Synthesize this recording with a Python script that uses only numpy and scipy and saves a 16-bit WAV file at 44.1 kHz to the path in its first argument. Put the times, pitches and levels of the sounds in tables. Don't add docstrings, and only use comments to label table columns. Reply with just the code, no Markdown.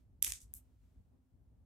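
import sys
import numpy as np
from scipy import signal
from scipy.fft import rfft, irfft, next_fast_len
from scipy.io import wavfile
from scipy.ndimage import uniform_filter1d

SR = 44100
rng = np.random.default_rng(int(sys.argv[2]) if len(sys.argv) > 2 else 0)


def unload_wav(signal):
    wavfile.write(
        sys.argv[1],
        SR,
        np.round(np.clip(np.atleast_2d(signal).T, -1, 1) * 32767).astype(np.int16),
    )


N = 72765
T = np.arange(N) / SR


def amp(db):
    return 10 ** (np.asarray(db) / 20)


def unit(x):
    return x / np.sqrt(np.mean(x ** 2) + 1e-20)


def along(points, hz):
    f, v = np.transpose(points)
    return np.interp(np.log(hz + 1), np.log(f + 1), v)


def fader(rows):
    return amp(np.interp(T, *np.transpose(rows)))


def filtered(x, response):
    n = x.shape[-1]
    m = next_fast_len(n + SR // 4)
    return irfft(rfft(x, m) * response(np.fft.rfftfreq(m, 1 / SR)), m)[..., :n]


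def white(alike, size):
    mid, side = rng.standard_normal((2, size))
    width = np.arccos(np.clip(alike, -1, 1)) / 2
    mid, side = np.cos(width) * mid, np.sin(width) * side
    return np.array([mid + side, mid - side])


def noise(eq, alike):
    return unit(filtered(white(alike, N), lambda hz: amp(along(eq, hz))))


def panned(db):
    return amp(np.array([[db], [-db]]) / 2)


def impulse(gain_db):
    cepstrum = irfft(np.log(amp(gain_db)))
    half = len(cepstrum) // 2
    cepstrum[1:half] *= 2
    cepstrum[half + 1:] = 0
    pulse = irfft(np.exp(rfft(cepstrum)))
    return pulse / np.linalg.norm(pulse)


def add(out, start, x):
    part = out[:, max(round(start * SR), 0):][:, :x.shape[1]]
    part += x[:, :part.shape[1]]


# t/s, level/dB
RUMBLE_RIDE = [(0, -66), (.2, -63), (.35, -62), (.385, -71.5), (.45, -60.5), (.6, -65.5), (.78, -68),
               (.86, -61), (.9, -71), (1.0, -58), (1.03, -68), (1.12, -66.5), (1.296, -76), (1.342, -63.5),
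               (1.62, -65), (1.65, -65.5)]
# f/Hz, level/dB
RUMBLE_EQ = [(20, -50.5), (30, -33), (41, -12), (59, -2.5), (75, -8.5), (100, -9), (150, -21.5), (220, -23),
             (400, -40.5), (2000, -91)]
# t/s, level/dB
AIR_RIDE = [(0, -79), (.3, -78), (.6, -77), (.73, -79), (.8, -84), (.99, -75), (1.04, -81), (1.15, -71.5),
            (1.2, -81), (1.29, -90), (1.35, -78.5), (1.56, -76.5), (1.65, -78)]
# f/Hz, level/dB
AIR_EQ = [(60, -11.5), (130, 2), (220, -0.5), (310, -5), (450, -9.5), (800, -15), (1300, -23.5),
          (2500, -30.5), (6000, -43.5)]
# f/Hz, level/dB
HISS_EQ = [(100, 5), (2000, -0.5), (5000, -4), (9000, -3.5), (15500, -5), (16500, -20.5)]
DRONE_HZ, DRONE_WIDTH_HZ, DRONE_DB, HISS_DB = 256.3, 7, -81.5, -83.5


def room_tone():
    drone = filtered(white(.85, N), lambda hz: 1 / (1 + ((hz - DRONE_HZ) / DRONE_WIDTH_HZ) ** 2))
    rumble = fader(RUMBLE_RIDE) * noise(RUMBLE_EQ, alike=.85)
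    air = fader(AIR_RIDE) * noise(AIR_EQ, alike=.29)
    hiss = amp(HISS_DB) * noise(HISS_EQ, alike=.13)
    return rumble + air + amp(DRONE_DB) * unit(drone) + hiss


# t/s, level/dB
RUSTLE_RIDE = [(0, -75.5), (.1, -99), (.45, -78.5), (.68, -80), (.73, -80.5), (.78, -83.5), (.84, -77.5),
               (.98, -82), (1.2, -95), (1.65, -100)]
# f/Hz, level/dB
RUSTLE_EQ = [(300, -10), (1000, -7.5), (2600, -3), (5000, -6.5), (8500, -5), (10500, -11.5), (13000, -7),
             (16000, -14)]


def fleece_rustle():
    return fader(RUSTLE_RIDE) * noise(RUSTLE_EQ, alike=.3)


# t/s, level/dB, f/Hz, t60/s
THUDS = [(.215, -54.5, 60.55, 0.45), (.266, -53, 270, .04), (0.28, -43.5, 67.8, 0.19),
         (.314, -40.5, 54.8, 0.15), (0.426, -49, 53.5, 0.27), (0.457, -69, 60, 0.073),
         (0.55, -51.5, 60, 0.32)]
THUD_ATTACK_S = 0.0072


def mattress_thuds():
    out = np.zeros(N)
    for start, db, hz, t60 in THUDS:
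        t = np.maximum(T - start, 0)
        attack = 1 - np.exp(-t / THUD_ATTACK_S)
        out -= amp(db - 60 * t / t60) * attack * np.sin(2 * np.pi * hz * t)
    return out * panned(db=-3)


# t/s, level/dB, tilt/(dB per kHz), ring/dB, knock/dB, pan/dB, reverb send/dB
CLICKS = [(.2238, -18.5, -0.5, 4.5, -0.5, 1.5, 6), (.2263, -6, .1, 9, -3, -9, -4.5),
          (.2275, -14, 2, -6.5, -2.5, -2.5, -6), (.2427, -20.5, -0.7, -0.5, 1, 0, 2),
          (.2467, -11, 0, 7, 2.5, -7, -2), (.2651, -20.5, -0.4, 2.5, 6.5, -5.5, 2),
          (.2692, -25, -2, 5.5, 5.5, -9, 0.5), (.2748, -23.5, 0.5, 1, -2, 2, 9.5),
          (.2785, -19, 1.5, 5.5, -8.5, 6, -10), (.3050, -23, -.4, 2, 6.5, -5, -9),
          (.3213, -14.3, -.6, 0, 2, -1, -4.5), (0.3224, -23, -0.3, 6, 4.5, -11.5, -16),
          (0.3357, -24.5, -2.4, -4, -20, 8.5, -4), (.4048, -37.5, -0.03, 0.5, -16.5, -5, 8.5),
          (0.4169, -43.5, -0.1, 0, -6.5, 12, -3), (.5380, -25.5, 2.07, 6, -7, 0, 4.5),
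          (.5388, -25.5, 2.5, 6, 3, 10, -1)]
# f/Hz, level/dB
SNAP_EQ = [(300, -42), (1000, -29), (1600, -16.5), (2400, -7), (2950, -7), (3550, -4), (4300, -12),
           (5300, -4.5), (6500, 3), (7300, 0.5), (8400, 2.5), (9700, -1), (12500, 0.5), (14500, -11.5),
           (16500, -29)]
RING_HZ, RING_WIDTH_HZ = 11230, 720
KNOCK_HZ, KNOCK_WIDTH_HZ = 2143, 900
CHATTER_T60_S, CHATTER_GAIN = .007, .8
LEFT_LAG_S = .00003


def dice_clicks(size=512):
    out = np.zeros((2, N))
    hz, t = np.fft.rfftfreq(size, 1 / SR), np.arange(size) / SR
    ring = np.exp(-.5 * ((hz - RING_HZ) / RING_WIDTH_HZ) ** 2)
    knock = np.exp(-.5 * ((hz - KNOCK_HZ) / KNOCK_WIDTH_HZ) ** 2)
    offset_khz = (hz - RING_HZ) / 1000
    for start, db, tilt, ring_db, knock_db, pan_db, send_db in CLICKS:
        spectrum_db = along(SNAP_EQ, hz) + tilt * offset_khz + ring_db * ring + knock_db * knock
        snap = amp(db) * impulse(spectrum_db)[None]
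        chatter = rng.standard_normal((2, size)) * amp(-60 * t / CHATTER_T60_S)
        contact = CHATTER_GAIN * chatter / np.linalg.norm(chatter, axis=1, keepdims=True)
        contact[:, 0] = 1
        direct = signal.fftconvolve(snap, contact, axes=1) * panned(pan_db)
        direct = filtered(direct, lambda f: np.exp(-2j * np.pi * np.outer([LEFT_LAG_S, 0], f)))
        add(out, start, direct)
        add(out, start, amp(send_db) * signal.fftconvolve(snap, bedroom_reverb(), axes=1))
    return out


# f/Hz, t60/s
REVERB_T60 = [(500, 0.28), (2500, .19), (8000, 0.22), (14000, 0.15)]
# f/Hz, level/dB
REVERB_EQ = [(500, -0.5), (2000, -2), (3300, -4), (4400, 2), (6500, -2), (8200, 2.5), (10000, -1.5),
             (11300, -5), (13500, -0.5), (16000, -2.5)]
PREDELAY_S, BUILD_S, HOLD_S = 0.0038, 0.0031, 0.028
RETURN_DB, GRAIN_DB = -1.5, 5


def bedroom_reverb():
    size = SR // 2
    t = np.arange(size) / SR
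    wash = white(alike=.16, size=size)
    grain = amp(GRAIN_DB * np.repeat(rng.standard_normal(size), repeats=8)[:size])
    hz, frame_s, bands = signal.stft(unit(wash * grain), SR, nperseg=128)
    decay_db = 60 * np.maximum(frame_s - HOLD_S, 0) / along(REVERB_T60, hz)[:, None]
    bands *= amp(along(REVERB_EQ, hz)[:, None] - decay_db)
    build = 1 - np.exp(-np.maximum(t - PREDELAY_S, 0) / BUILD_S)
    tail = signal.istft(bands, SR)[1][:, :size] * build
    return tail / np.linalg.norm(tail[0]) * amp(RETURN_DB) * panned(db=-.5)


# t/s, level/dB, length/s
PATS = [(0.263, -60, 0.021), (0.293, -73, 0.027)]
# f/Hz, level/dB
PAT_EQ = [(100, -10), (240, -8), (350, 1.5), (550, -11.5), (800, -2.5), (1200, -6.5), (2000, -4),
          (5000, -17.5), (16000, -35.5)]


def blanket_pats():
    envelope = np.zeros(N)
    for start, db, length in PATS:
        age = np.maximum(T - start, 0) / (length / 2)
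        envelope += amp(db) * age * np.exp(1 - age)
    return envelope * noise(PAT_EQ, alike=.6)


def scene():
    return dice_clicks() + mattress_thuds() + blanket_pats() + fleece_rustle() + room_tone()


THRESHOLD_DB, CUT_SLOPE, MAX_CUT_DB = -59.5, 0.98, 10
CROSSOVER_HZ, LOWPASS_HZ = 1200, 16300


def record(dry):
    treble = filtered(dry, lambda hz: 1 / (1 + (CROSSOVER_HZ / (hz + 1)) ** 4))
    power = uniform_filter1d(np.mean(treble ** 2, axis=0), size=600)
    treble_db = 10 * np.log10(np.abs(power) + 1e-14)
    cut_db = np.clip(CUT_SLOPE * (THRESHOLD_DB - treble_db), 0, MAX_CUT_DB)
    suppressed = dry + treble * (amp(-cut_db) - 1)
    return filtered(suppressed, lambda hz: 1 / (1 + (hz / LOWPASS_HZ) ** 160))


dry = scene()
out = record(dry)
unload_wav(out)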